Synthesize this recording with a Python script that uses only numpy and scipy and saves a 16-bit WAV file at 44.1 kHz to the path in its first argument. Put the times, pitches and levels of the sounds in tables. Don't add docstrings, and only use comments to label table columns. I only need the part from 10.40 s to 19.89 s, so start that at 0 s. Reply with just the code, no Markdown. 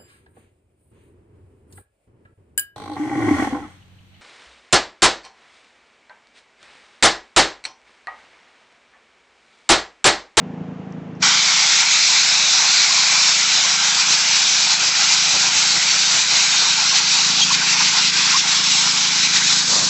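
import sys
import numpy as np
from scipy import signal
from scipy.fft import rfft, irfft, next_fast_len
from scipy.io import wavfile
from scipy.ndimage import uniform_filter1d

SR = 44100
rng = np.random.default_rng(int(sys.argv[2]) if len(sys.argv) > 2 else 0)


def int16_out(signal):
    q = np.round(np.clip(np.atleast_2d(signal).T, -1, 1) * 32767)
    wavfile.write(sys.argv[1], SR, q.astype(np.int16))


N = 418509
TIME = np.arange(N) / SR
FRAME_S = np.arange(N // 128 + 6) * 128 / SR
BIN_HZ = np.fft.rfftfreq(512, 1 / SR)
FAST_N = next_fast_len(N)
FAST_HZ = np.fft.rfftfreq(FAST_N, 1 / SR)

# (time [s], level [dB])
VALVE = [(0.788, -70), (0.8, -41), (0.819, -19), (0.827, 0)]


def gain_of(db):
    return 10 ** (np.asarray(db) / 20)


def evened(x):
    return x / np.sqrt(np.mean(x ** 2) + 1e-20)


def read(points, hz):
    f, value = np.transpose(points)
    return np.interp(np.log(hz + 1), np.log(f + 1), value)


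def follow(rows, t):
    s, *columns = np.transpose(rows)
    return [np.interp(t, s, column) for column in columns]


def hump(hz, centre_hz, width_hz):
    return np.exp(-2 * np.minimum(((hz - centre_hz) / width_hz) ** 2, 20))


def swell(s, length):
    return np.clip(1.6 - 2 * abs(TIME - s) / length, 0, 1)


def noise(colour):
    spectrum = rfft(rng.standard_normal(FAST_N)) * gain_of(read(colour, FAST_HZ))
    return evened(irfft(spectrum, FAST_N)[:N])


def wander(rate_hz):
    spectrum = rfft(rng.standard_normal(FAST_N)) * hump(FAST_HZ, 0, np.sqrt(2) * rate_hz)
    return evened(irfft(spectrum, FAST_N)[:N])


def patches(size):
    field = rng.standard_normal((len(FRAME_S), len(BIN_HZ)))
    along_time = uniform_filter1d(field, size[0], axis=0)
    return evened(uniform_filter1d(along_time, size[1], axis=1))


def jet(narrow_db=1.25, broad_db=0.5, ripple_db=0.82, notch_share=0.44,
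        flutter_db=0.06, late_flutter_db=0.74, flutter_hz=25,
        gurgle_db=0.73, late_gurgle_db=0.9, gurgle_hz=16,
        burst_db=3, burst_rush_db=6.5, rush_flip_share=0.41):
    # (time [s], level [dB])
    jet_level = [(.83, -16), (1.3, -14.5), (2.3, -14.5), (3.2, -14.5), (3.9, -15), (6.3, -15), (9.49, -15)]
    # (frequency [Hz], relative density [dB per Hz])
    jet_colour = [(60, -50.5), (200, -27.5), (480, -24), (620, -20), (800, -7.5), (1200, -9.5), (1780, -9),
                  (2100, -4), (3200, -5), (3900, 0.5), (5800, -0.5), (7000, -4), (7680, -6.5), (8400, -33)]
    # (frequency [Hz], half-width [Hz], level [dB])
    gap_modes = [(870, 67, -1.3), (1385, 62, 5.5), (1557, 99, 5.5), (1740, 120, 0.2), (2180, 110, -0.8),
                 (2420, 230, 3), (2720, 120, 0.5), (3320, 260, -0.5), (3750, 450, 0.8), (4700, 300, -0.5),
                 (5700, 750, 0.8)]
    # (time [s], factor on the low edge of the rush,
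    # factor on the gap's resonances, level in the notch above the ring [dB])
    gap = [(1.1, 1.08, .93, 1.5), (1.9, 1.01, 1.0, 0), (2.801, 1, 0.99, 0), (3.4, 1.05, 1, 0.5),
           (6, 1.02, 1.017, 0.5), (7, 1.12, 1.005, 2), (8.7, 1.13, 0.97, 2), (9.3, 1.14, 1.01, -2.5)]
    # (time [s], level [dB])
    ring = [(.85, 0.7), (1.45, 4.5), (1.85, 1.5), (2.4, 3), (3.3, -0.5), (6.1, 0.5), (6.55, 1), (6.95, -4),
            (7.22, 2), (8.5, -2), (8.92, 1), (9.12, -2), (9.49, -6.5)]
    # (time [s], level [dB])
    sizzle = [(.95, -1), (1.349, 1), (2.8, 0), (5.8, 0.9), (6.45, -1.5), (7, -1), (8, -0.7), (8.45, 0.8),
              (8.85, -1.3), (9.49, 2.5)]
    # (time [s], level [dB], length [s])
    gurgles = [(1.18, 2, .22), (1.643, -4.5, .07), (1.747, 2, 0.05), (2.782, 1, .2), (2.962, -4, 0.033),
               (5.557, 3.5, 0.044), (5.736, 2, 0.086), (5.963, 2, 0.058), (6.247, 2.5, .08),
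               (7.038, -5, 0.032), (7.219, 3.5, 0.019), (7.358, 4.5, 0.018), (7.417, 5.5, 0.022),
               (7.573, 3, 0.069), (7.923, 3.5, .07), (7.995, -3.5, 0.031), (8.151, 2.5, .08),
               (8.45, 3, .07), (8.94, 1.5, .04), (9.162, -1.5, 0.16)]

    t = FRAME_S[:, None]
    ring_db, = follow(ring, t)
    sizzle_db, = follow(sizzle, t)
    edge, tuning, notch_db = follow(gap, t)
    flips_db = pleat_flips(FRAME_S)

    hz = BIN_HZ / edge ** hump(BIN_HZ, 650, 700) / tuning ** hump(BIN_HZ, 2900, 2000)
    db = read(jet_colour, hz) + sum(d * hump(hz, f, w) for f, w, d in gap_modes)

    gurgles_db = np.interp(t, TIME, sum(d * swell(s, length) for s, d, length in gurgles))
    db += (burst_rush_db * burst(t) + gurgles_db) * hump(BIN_HZ, 1100, 1150)
    db -= (1 - rush_flip_share) * flips_db[:, None] * hump(BIN_HZ, 1500, 1900)

    closeness = TIME / TIME[-1]
    small_gurgles_db = (gurgle_db + late_gurgle_db * closeness) * wander(gurgle_hz)
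    db += np.interp(t, TIME, small_gurgles_db) * hump(BIN_HZ, 860, 650)
    flutter = (flutter_db + late_flutter_db * closeness) * wander(flutter_hz)

    db += ring_db * hump(hz, 2300, 560)
    db += (notch_db - notch_share * ring_db) * hump(BIN_HZ, 3020, 480)
    db += sizzle_db * hump(BIN_HZ, 7700, 2200)

    db += narrow_db * patches(size=(18, 3)) + broad_db * patches(size=(36, 9))
    db += ripple_db * patches(size=(130, 3))

    random_bins = rng.standard_normal(db.shape) + 1j * rng.standard_normal(db.shape)
    spectra = gain_of(db) * random_bins
    hiss = evened(signal.istft(spectra.T, nperseg=512, noverlap=384)[1][:N])
    opening_db = follow(VALVE, TIME)[0] + burst_db * burst(TIME)
    chop_db = np.interp(TIME, FRAME_S, flips_db) + flutter
    return hiss * gain_of(follow(jet_level, TIME)[0] + opening_db + chop_db)


def pleat_flips(t, build_s=0.035, snap_s=0.02, recover_s=0.062):
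    # (time of the flip [s], surge before it [dB], slump after it [dB])
    flips = [(1.432, 1, 4), (1.802, 2, .8), (2.458, 2.5, 1.5), (3.057, -0.5, 2.1), (3.364, -0.5, 4),
             (3.5, 0.5, 2.7), (3.617, 1.5, 1.5), (3.744, 4.5, 1.5), (3.993, 2, 0.7), (4.35, 3.5, 5.5),
             (4.5, 0, 4), (4.74, 3.5, 1), (5.092, 1.5, 3.3), (5.195, 4, -0.5), (5.382, -1, 3),
             (5.828, 1, 4), (6.013, 3, 0), (6.323, 0.5, 3), (6.593, 2.5, 4), (7.046, 0, 2.5),
             (7.158, 7.5, 7), (7.209, 3, 3), (7.34, 3, 2.5), (7.472, 2.5, 1.1), (7.692, 1.8, 4.5),
             (8.011, 3.7, 5.5), (8.184, 1, 2.5), (8.48, 0, 2.7), (8.69, 1, 3), (8.869, 1, 3.5),
             (8.974, 3.5, 2.5), (9.217, -2.5, 3.6), (9.414, 0, 4.5)]
    db = np.zeros(len(t))
    for s, surge_db, slump_db in flips:
        flipped = .5 + .5 * np.tanh((t - s) / snap_s)
        build = np.exp(-np.minimum(((t - s) / build_s) ** 2, 20))
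        recovery = np.exp(-np.minimum(((t - s) / recover_s) ** 2, 20))
        db += surge_db * build * (1 - flipped) - slump_db * recovery * flipped
    return db


def burst(t, fade_s=0.1):
    since_open = np.maximum(t - VALVE[-1][0], 0)
    return np.exp(-np.minimum((since_open / fade_s) ** 2, 20))


def pleat_tones(hoot_waver=0.069, whistle_waver=0.0134, octave_db=-5):
    # (time [s], level [dB], pitch [Hz], length [s])
    hoot_rows = [(2.36, -20.5, 4200, 0.15), (2.99, -24, 6550, 0.033), (6.388, -30, 820, 0.0099),
                 (6.425, -30.5, 850, 0.014), (6.526, -29, 1060, 0.022), (6.557, -30, 830, 0.0082),
                 (7.115, -21.5, 1020, 0.018), (7.22, -27, 1530, 0.016), (7.363, -30, 856, .02),
                 (7.408, -25, 920, 0.013), (7.565, -32, 903, 0.066), (7.954, -20, 1030, 0.024),
                 (8.051, -32, 900, .025), (8.17, -32, 4220, 0.065)]
    # (time [s], level [dB], pitch [Hz], length [s])
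    whistle_row = (7.028, -15, 3265, .023)

    drift = np.cumsum(wander(200)) / SR
    hoots = np.zeros(N)
    for s, db, hz, length in hoot_rows:
        tone = np.sin(2 * np.pi * hz * (TIME + hoot_waver * drift))
        hoots += gain_of(db) * swell(s, length) * tone

    s, db, hz, length = whistle_row
    angle = 2 * np.pi * hz * (TIME + whistle_waver * drift)
    edge_tone = np.sin(angle) + gain_of(octave_db) * np.sin(2 * angle)
    whistle = gain_of(db) * swell(s, length) * edge_tone
    return np.sqrt(2) * (hoots + whistle)


def gusts(draught_db=-57, draught_swing_db=3):
    # (time [s], level [dB], length [s])
    gust_rows = [(0.85, -47, 0.068), (3.723, -41, 0.059), (4.465, -39, 0.1), (4.88, -40, 0.029),
                 (4.956, -30, 0.035), (5.07, -36.5, 0.037), (5.177, -37, 0.035), (5.363, -36, 0.043),
                 (5.552, -40, 0.035), (5.76, -35.5, 0.047), (5.93, -38, 0.032), (6.22, -35, 0.025),
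                 (6.305, -44, 0.032), (8.93, -45, 0.051), (9.32, -32, 0.045), (9.372, -30, 0.032),
                 (9.424, -32.5, 0.046)]
    # (frequency [Hz], relative density [dB per Hz])
    gust_colour = [(30, -20), (110, 3), (300, 0.5), (600, 3), (1200, -0.5), (3000, -22)]
    # (time [s], level [dB])
    draught_level = [(1.5, -14), (2.2, -3.5), (3.6, -12.5), (4.8, 2), (6.3, -1.5), (7.5, -12), (9, 0)]
    # (frequency [Hz], relative density [dB per Hz])
    draught_colour = [(30, -31), (60, -8.5), (100, 1.5), (200, -7.5), (600, -22.5), (2000, -49.5)]

    puffs = noise(gust_colour) * sum(gain_of(db) * swell(s, length) for s, db, length in gust_rows)
    level_db = draught_db + follow(draught_level, TIME)[0] + draught_swing_db * wander(9)
    return puffs + noise(draught_colour) * gain_of(level_db)


def grit(per_s=4, grain_db=-14, grain_hz=4500, decay_s=.00025):
    hits = (rng.random(N) < per_s / SR) * rng.uniform(.3, 1, N) * gain_of(follow(VALVE, TIME)[0])
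    t = TIME[:200]
    click = np.exp(-t / decay_s) * np.sin(2 * np.pi * grain_hz * t)
    return gain_of(grain_db) * np.convolve(hits, click)[:N]


def coupling():
    # (time [s], level [dB], frequency [Hz], width [Hz], time to fall 60 dB [s])
    ticks = [(0.5237, -37, 5800, 2200, 0.0091), (0.752, -56.5, 5580, 1800, .09)]
    out = np.zeros(N)
    for s, db, hz, width_hz, t60 in ticks:
        ring = wander(width_hz / 2) * np.sin(2 * np.pi * hz * TIME)
        decay = np.exp(-np.log(1000) * np.minimum(abs(TIME - s) / t60, 2))
        out += (TIME >= s) * gain_of(db) * decay * ring
    return out


def compressor(jitter_turns=0.0037, uneven_db=1.5, tone_db=-1.6, hiss_db=-9):
    # (time [s], speed [turns per s])
    crank = [(0, 27.08), (0.7, 26.92), (1.4, 26.8), (2.1, 26.92), (2.7, 26.88), (3.4, 26.91), (6, 26.99),
             (7.1, 26.74), (7.7, 26.99), (8.8, 26.83), (9.49, 26.93)]
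    # (multiple of the crank speed, relative level [dB])
    pump_orders = [(1, -39.5), (2, -34.5), (3, -19), (4, -10.5), (5, -7.5), (6, 1.5), (7, 1.5), (8, -30),
                   (9, -2), (10, -5.5), (11, -18), (12, -12), (13, -16.5), (14, -21), (15, -14), (16, -16),
                   (17, -12), (18, -12.5), (19, -36.5), (20, -28), (21, -18.5), (22, -38.5), (23, -28.5),
                   (24, -18), (25, -31.5), (26, -27), (27, -27.5), (28, -26.5), (29, -20), (30, -27),
                   (31, -28)]
    # (time [s], level [dB])
    throb = [(0, -30.5), (.82, -31.5), (.92, -39), (1.4, -47), (2.2, -45.5), (3.45, -43.5), (3.72, -42),
             (4, -43.5), (6.55, -41.5), (6.95, -36), (8.2, -39), (9.49, -35)]
    # (frequency [Hz], relative density [dB per Hz])
    pump_hiss = [(18, -66.5), (30, -38), (173, -5), (258, -9), (366, -12.5), (462, -15.5), (532, -17),
                 (755, -15.5), (1200, -22.5), (2860, -31.5), (4160, -42.5), (6950, -46.5), (8000, -58.5),
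                 (10400, -101), (17600, -120)]

    order, db = np.transpose(pump_orders)
    speed = follow(crank, TIME)[0]
    turns = .19 + np.cumsum(speed) / SR + jitter_turns * wander(18)
    hz = order * speed.mean()
    droop = 4.2 * (hz / 200 - 1) ** 2
    scatter = rng.uniform(-1, 1, len(order)) * (hz / 240) ** 2
    puffs = np.zeros(N)
    for k, d, phase in zip(order, db, droop + scatter):
        puffs += gain_of(d) * np.cos(2 * np.pi * round(k) * turns + phase)
    puffs = evened(puffs) * gain_of(tone_db + uneven_db * wander(22))
    hiss = gain_of(hiss_db) * noise(pump_hiss)
    return gain_of(follow(throb, TIME)[0]) * (puffs + hiss)


def scene():
    mono = jet() + pleat_tones() + gusts() + grit() + coupling() + compressor()
    return np.array([mono, mono])


def record(dry, knee=.65, headroom=.25, edge_hz=8500):
    over = np.maximum(abs(dry) - knee, 0)
    limited = dry - np.sign(dry) * (over - headroom * np.tanh(over / headroom))
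    low_pass = signal.firwin(401, edge_hz, window=("kaiser", 9), fs=SR)
    return signal.oaconvolve(limited, low_pass[None], "same", axes=1)


dry = scene()
out = record(dry)
int16_out(out)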